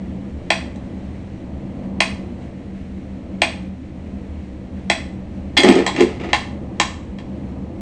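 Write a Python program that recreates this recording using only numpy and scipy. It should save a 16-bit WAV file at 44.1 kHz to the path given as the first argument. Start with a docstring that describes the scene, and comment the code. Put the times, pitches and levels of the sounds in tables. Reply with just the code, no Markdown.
"""A wind-up metronome ticks slowly on a table in a small room, over the hum of the house.
A cat swats it: claws rake the case, it rocks round on the table top with hollow thumps, paws scuffle away,
and it ticks on with its back to the microphone. Clicks ring the modes of case, rod and table top;
shaped noise makes the sliding and the hum; early echoes and a diffuse tail make the room."""
import sys
import numpy as np
from scipy import signal
from scipy.fft import rfft, irfft
from scipy.io import wavfile

SR = 44100
rng = np.random.default_rng(int(sys.argv[2]) if len(sys.argv) > 2 else 0)


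def put_to_file(sound):
    """Save the sound as 16-bit audio at rate SR, in the file named by the first command-line argument."""
    columns = np.atleast_2d(sound).T  # one column per channel
    safe = np.clip(columns, -1, 1)
    whole_steps = np.round(safe * 32767)
    wavfile.write(sys.argv[1], SR, whole_steps.astype(np.int16))


def attenuation_scalar(level_db):
    """Turn a level in dB into a linear amplitude multiplier (20 dB per decade)."""
    decades = np.asarray(level_db, float) / 20
    return 10 ** decades


N = 344416   # length in samples


def in_hz(points, hz):
    """Read a table on a log-frequency axis."""
    p = np.array(points)
    return np.interp(np.log(hz), np.log(p[:, 0]), p[:, 1])


def rms_one(x):
    """Scale to rms 1."""
    return x / np.sqrt(np.mean(x ** 2) + 1e-20)


def coloured(white, spectrum):
    """Give noise a spectrum; rms 1."""
    hz = np.fft.rfftfreq(N, 1 / SR) + 1
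    shaped = rfft(white) * attenuation_scalar(in_hz(spectrum, hz))
    return rms_one(irfft(shaped, N))


def drift(rate_hz):
    """Slow chance: straight lines between random knots of spread 1, rate_hz knots a second (40 at most)."""
    knots = rng.standard_normal(int(N / SR * 40) + 2)
    return np.interp(np.arange(N) / SR * rate_hz, np.arange(len(knots)), knots)


def ring(force, hz, t60_s):
    """A damped resonator: a unit click sets a sine of height 1 ringing."""
    radius = attenuation_scalar(-60 / (t60_s * SR))
    turn = 2 * np.pi * hz / SR   # radians per sample
    return signal.lfilter([0, np.sin(turn)], [1, -2 * radius * np.cos(turn), radius ** 2], force + 1e-18)


def hum():
    """Low house noise with narrow booms where the room resonates, and a faint air hiss; noise and hiss waver."""
    # spectrum of the house noise: hz, density_db (per Hz, relative)
    hum_colour = [(12, -66.5), (20, -51), (75, -6), (109, -7.5), (139, -1.5), (160, -19), (194, 6),
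                  (215, -5), (339, -8), (383, -18.5), (524, -13.5), (1300, -34), (1690, -70.5),
                  (2860, -120)]
    # spectrum of the air hiss: hz, density_db (per Hz, relative)
    air_colour = [(760, -32), (1300, -5.5), (2000, -0.5), (3140, -8), (3660, -12), (4110, -10.5),
                  (4910, -18), (5660, -17), (8920, -22), (9700, -19), (12600, -56.5), (21300, -120)]
    # room resonances that the hum excites: hz, width_hz, level_db (rms)
    booms = [(76.3, 16.3, -35.5), (189.9, 8, -38), (252.9, 11, -42), (302, 86, -43.5)]
    hum_db, air_db = -32, -54
    out = attenuation_scalar(hum_db + 2.4 * drift(3.155)) * coloured(rng.standard_normal(N), hum_colour)
    waver_db = 0.72 * drift(2.556) + 0.95 * drift(14)
    out += attenuation_scalar(air_db + waver_db) * coloured(rng.standard_normal(N), air_colour)
    for hz, width_hz, level_db in booms:
        boom = ring(rng.standard_normal(N), hz, 3.46 / width_hz)
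        out += attenuation_scalar(level_db) * rms_one(boom)
    return out


def blows():
    """Ticks and knocks on the case as rows: start_s, level_db, treble_db, scrape_db, body_db, turned (0-1)."""
    # the escapement ticks: start_s, level_db (relative), treble_db (on the high modes)
    tick_rows = [(0.5036, 1, 0.5), (2.004, 0, 4), (3.4182, 1, 2.5), (4.899, 1, 1.5), (6.331, 2.5, -6.5),
                 (6.799, 2, 5)]
    # claws and table edge knock the case: start_s, level_db (relative), treble_db (on the high modes),
    # turned (share of the back that faces the microphone, 0-1)
    knock_rows = [(0.7587, -35, 7.5, 0.9), (5.568, -3, -2, 0.9), (5.5757, -1.5, 8, 0.4),
                  (5.604, -12, 10, 0.4), (5.6338, -1.5, 3, 0.5), (5.687, -6, 3.5, 0.4),
                  (5.7232, -11, 1, 0.8), (5.754, -14, 6.5, 0.9), (5.7885, -14.5, 1, 0.9),
                  (5.8641, -5, 3.5, 0.9), (5.8755, -6.5, -6, 1), (5.9627, -13, -0.5, 0.4),
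                  (5.9968, -11, -12.5, 0.5), (6.0066, -4.5, 2.5, 0.7), (7.1858, -25, -4, 0.8)]
    swatted_s, turned_before, turned_after = 5.57, 0.26, 0.98
    tick_scrape_db, tick_body_db = -26.5, -4.5
    knock_scrape_db, knock_body_db = -25, -5.5
    rows = []
    for start_s, level_db, treble_db in tick_rows:
        turned = turned_after if start_s > swatted_s else turned_before
        rows.append((start_s, level_db, treble_db, tick_scrape_db, tick_body_db, turned))
    for start_s, level_db, treble_db, turned in knock_rows:
        rows.append((start_s, level_db, treble_db, knock_scrape_db, knock_body_db, turned))
    return rows


def case(level_db=-10, spread_db=2.2, crack_db=8, scrape_ms=2.07, soft_hz=4000, lag_cycles=1.2):
    """Each blow, a rounded click with a short scrape behind it, drives all modes. Returns modes and bare cracks."""
    # modes of the case: hz, front_db (heard from the front), back_db (from behind), t60_s
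    case_modes = [(324.4, -14, -17, 0.099), (536, -17, -7.5, 0.02), (657, 2, -28.5, 0.04),
                  (813, -9, -1, 0.029), (916, -16.5, -7.5, 0.0092), (1046, -6, -4, 0.019),
                  (1276, -16.5, -16, 0.012), (1793, -15, -10, 0.021), (2027, -6, -13.5, 0.028),
                  (2260, -8.5, -5, 0.0062), (2528, -0.5, -20, 0.023), (2712, 0.5, -5.5, 0.011),
                  (2748, 3.5, -6, 0.014), (3244, -7.5, -9, 0.021), (3470, -3, -32.5, 0.022),
                  (3740, -12.5, -10, 0.0056), (3784, -19.5, -10, .012), (4014, -15.5, -12.5, 0.026),
                  (4630, -2.5, -15, 0.0065), (4720, -5, -13, 0.016), (5116, -6.5, -9.5, 0.0016),
                  (5300, -5.5, -3, 0.0025), (5814, -9.5, -7.5, 0.005), (6130, -13, -3, 0.0034),
                  (6850, -5, -4.5, 0.002), (7580, -13.5, -5.5, 0.0053), (8080, -3.5, -11, 0.0062),
                  (9140, -5.5, -27, 0.0013)]
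    body_hz, treble_hz = 1500, 4950   # body modes lie below, treble modes above
    rows = blows()
    age = np.arange(SR // 4) / SR
    modes, cracks = np.zeros((2, N + SR))
    chance = rng.standard_normal((len(rows), len(case_modes)))
    grit = rng.standard_normal((len(rows), len(age)))
    click = signal.lfilter(*signal.butter(2, soft_hz, fs=SR), age == 0) * SR / (4 * soft_hz)
    fade = 1000 * age / scrape_ms
    grit = np.diff(grit, prepend=0) * fade * np.exp(1 - fade)   # differencing makes the scrape bright
    crack_band = signal.butter(1, [900, 6500], "band", fs=SR)   # the contact itself, heard between the modes
    for (start_s, blow_db, treble_db, scrape_db, body_db, turned), luck, rough in zip(rows, chance, grit):
        force = attenuation_scalar(blow_db + level_db) * (click + attenuation_scalar(scrape_db) * rough)
        turned = np.clip(turned, 0, 1)
        cracks[round(start_s * SR):][:len(age)] += attenuation_scalar(crack_db) * signal.lfilter(*crack_band, force)
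        for k, (hz, front_db, back_db, t60_s) in enumerate(case_modes):
            heard_db = front_db + turned * (back_db - front_db) + spread_db * luck[k]
            heard_db += treble_db * (hz > treble_hz) + body_db * (hz < body_hz)
            at = round((start_s + lag_cycles / hz) * SR)   # low modes take longer to speak
            modes[at:at + len(age)] += (-1) ** k * attenuation_scalar(heard_db) * ring(force, hz, t60_s)
    no_bass = signal.butter(2, 250, "high", fs=SR, output="sos")   # a small box sends out no bass
    return signal.sosfilt(no_bass, np.stack([modes, cracks])[:, :N])


def rod(level_db=-9, spread_db=1.5):
    """Claws catch the thin metal pendulum rod, which rings a little longer than the case."""
    # claws catch the rod: start_s, level_db (relative)
    swats = [(5.5722, 0), (5.5751, 1.5), (5.5834, 0), (5.6024, -16), (5.8745, -15.5)]
    # modes of the rod: hz, level_db (relative), t60_s
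    rod_modes = [(2150, -8, .06), (3320, -1, .11), (3440, -6, .09), (4070, -8, .05), (4740, -11, .06)]
    start_s, swat_db = np.transpose(swats)
    out = np.zeros(N)
    chance = rng.standard_normal((len(swats), len(rod_modes)))
    for (hz, mode_db, t60_s), luck in zip(rod_modes, chance.T):
        force = np.zeros(N)
        force[np.round(start_s * SR).astype(int)] = attenuation_scalar(swat_db + level_db + mode_db + spread_db * luck)
        out += ring(force, hz, t60_s)
    return out


def scuffle(per_s=1800, grain_db=2.5, judder_db=2.0):
    """Sliding contact: dense uneven grains under a juddering slide and short strokes of the paws."""
    # the base slides over the table top: time_s, level_db (before judder)
    slide = [(5.575, -65.5), (5.588, -14.5), (5.628, -24), (5.65, -13.5), (5.705, -14.5), (5.79, -22.5),
             (5.86, -29.5), (5.93, -32.5), (5.99, -20), (6.07, -32.5), (6.17, -36.5), (6.2, -60)]
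    # paws scuff away: start_s, level_db (relative)
    scuffs = [(6.197, -24.5), (6.232, -24.5), (6.282, -26)]
    # colour of sliding contact: hz, density_db (per Hz, relative)
    scuffle_colour = [(88, -30), (150, -13.5), (323, 4), (405, -7), (844, -10.5), (1120, -24), (1280, -15),
                      (1500, -27), (2020, -13.5), (7870, -43), (9700, -56.5), (12600, -76), (21300, -120)]
    t = np.arange(N) / SR
    slide_db = np.interp(t, *np.transpose(slide), left=-200, right=-200)
    stroke = attenuation_scalar(slide_db + judder_db * drift(30))
    for start_s, level_db in scuffs:
        fade = np.maximum(t - start_s, 0) / 0.032   # decay time in s
        stroke = stroke + attenuation_scalar(level_db) * (1 - np.exp(-8 * fade)) * np.exp(-fade)
    struck = rng.random(N) < per_s / SR
    height = attenuation_scalar(grain_db * np.minimum(rng.exponential(1, N), 4))
    grains = struck * height * rng.choice([-1, 1], N)
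    return stroke * coloured(grains, scuffle_colour)


def table(level_db=-6, spread_db=3.0, octave_db=-9, soft_hz=900):
    """Soft drops of the base ring the low modes of the table top, most those near the pitch of the spot."""
    # the base drops on the table top: start_s, level_db (relative), spot_hz (pitch that the spot favours)
    thumps = [(5.635, 1.5, 444), (5.66, -5.5, 227), (5.687, 2.5, 247), (5.718, -2.5, 287), (5.753, -5, 340),
              (5.779, -6, 350), (5.79, -8, 370), (6.003, -1, 373), (6.026, -3, 440)]
    # modes of the table top: hz, level_db (relative), t60_s
    table_modes = [(198.5, -0.5, 0.11), (251.7, 1.5, 0.11), (283, -4.5, 0.083), (336.5, -2, 0.13),
                   (367.4, 1.5, 0.11), (430, -3, 0.12), (464, -2.5, 0.11), (497, 1, 0.027),
                   (546, -1, 0.063)]
    rebound_s, rebound_scatter, rebound_loss_db = 0.016, 0.13, 7.5
    out = np.zeros(N + SR)
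    gaps_s = rebound_s * (1 + rebound_scatter * rng.standard_normal(len(thumps)))
    touches = []
    for (start_s, drop_db, spot_hz), gap_s in zip(thumps, gaps_s):
        for k in range(3):   # each drop chatters on twice
            touches.append((start_s + k * gap_s, drop_db - k * rebound_loss_db, spot_hz))
    chance = rng.standard_normal((len(touches), len(table_modes)))
    push = signal.lfilter(*signal.butter(2, soft_hz, fs=SR), np.arange(SR // 2) == 0)
    for (start_s, touch_db, spot_hz), luck in zip(touches, chance):
        at = round(start_s * SR)
        for k, (hz, mode_db, t60_s) in enumerate(table_modes):
            heard_db = mode_db + octave_db * abs(np.log2(hz / spot_hz)) + spread_db * luck[k]
            height = (-1) ** k * attenuation_scalar(touch_db + level_db + heard_db)
            out[at:at + SR // 2] += height * ring(push, hz, t60_s)
    no_bass = signal.butter(4, 140, "high", fs=SR, output="sos")   # the top cancels its own bass
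    return signal.sosfilt(no_bass, out[:N])


def first_echoes(direct):
    """The nearest surfaces return late, dulled copies of the direct sound."""
    # nearest surfaces: late_s, level_db
    surfaces = [(.005, -16), (0.0156, -12)]
    echoes = sum(attenuation_scalar(level_db) * np.roll(direct, round(late_s * SR)) for late_s, level_db in surfaces)
    return signal.lfilter(*signal.butter(1, 6000, fs=SR), echoes)


def room(x, near_db=9, near_t60_s=0.099, build_s=0.0095):
    """A diffuse tail that dies band by band; table and nearby things add a dense, quickly dying start."""
    # decay of the small room: hz, t60_s
    room_decay = [(300, 0.12), (1000, 0.49), (3000, 0.37), (8000, 0.4)]
    age, tail = np.arange(SR // 2) / SR, 0
    edges = 100 * 2 ** np.arange(7.5)   # octave bands
    for low, high in zip(edges, edges[1:]):
        octave = signal.butter(2, [low, high], "band", fs=SR, output="sos")
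        band = signal.sosfilt(octave, rng.standard_normal(len(age)))
        tail = tail + band * attenuation_scalar(-60 * age / in_hz(room_decay, np.sqrt(low * high)))
    near = attenuation_scalar(near_db - 60 * age / near_t60_s)
    tail = tail * (1 - np.exp(-age / build_s)) * (1 + near)
    return signal.fftconvolve(x, tail / np.sqrt(np.sum(tail ** 2)))[:N]


def scene():
    """Direct blows, their dull first echoes, the table top and sliding, the room tail and the hum, in mono."""
    room_db, table_room_db, crack_room_db = -5, -7.5, 2.5
    house = hum()
    modes, cracks = case()
    direct = modes + cracks + rod()
    low = scuffle() + table()
    tail = room(attenuation_scalar(room_db) * direct + attenuation_scalar(table_room_db) * low)
    # the bare contact noise spreads to all sides and fills the tail between the modes
    tail += room(attenuation_scalar(crack_room_db) * cracks)
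    return (direct + first_echoes(direct) + low + tail + house)[None]


def top_cut(x):
    """Nothing passes above the cut-off."""
    return signal.sosfilt(signal.butter(12, 9850, fs=SR, output="sos"), x)


def record(dry):
    """The top is cut off, down 60 dB from 10950 Hz, then peaks beyond full scale are clipped."""
    cut = signal.sosfilt(signal.cheby2(10, 60, 10950, fs=SR, output="sos"), dry)
    return top_cut(np.clip(cut, -1, 1))


dry = scene()
out = record(dry)
put_to_file(out)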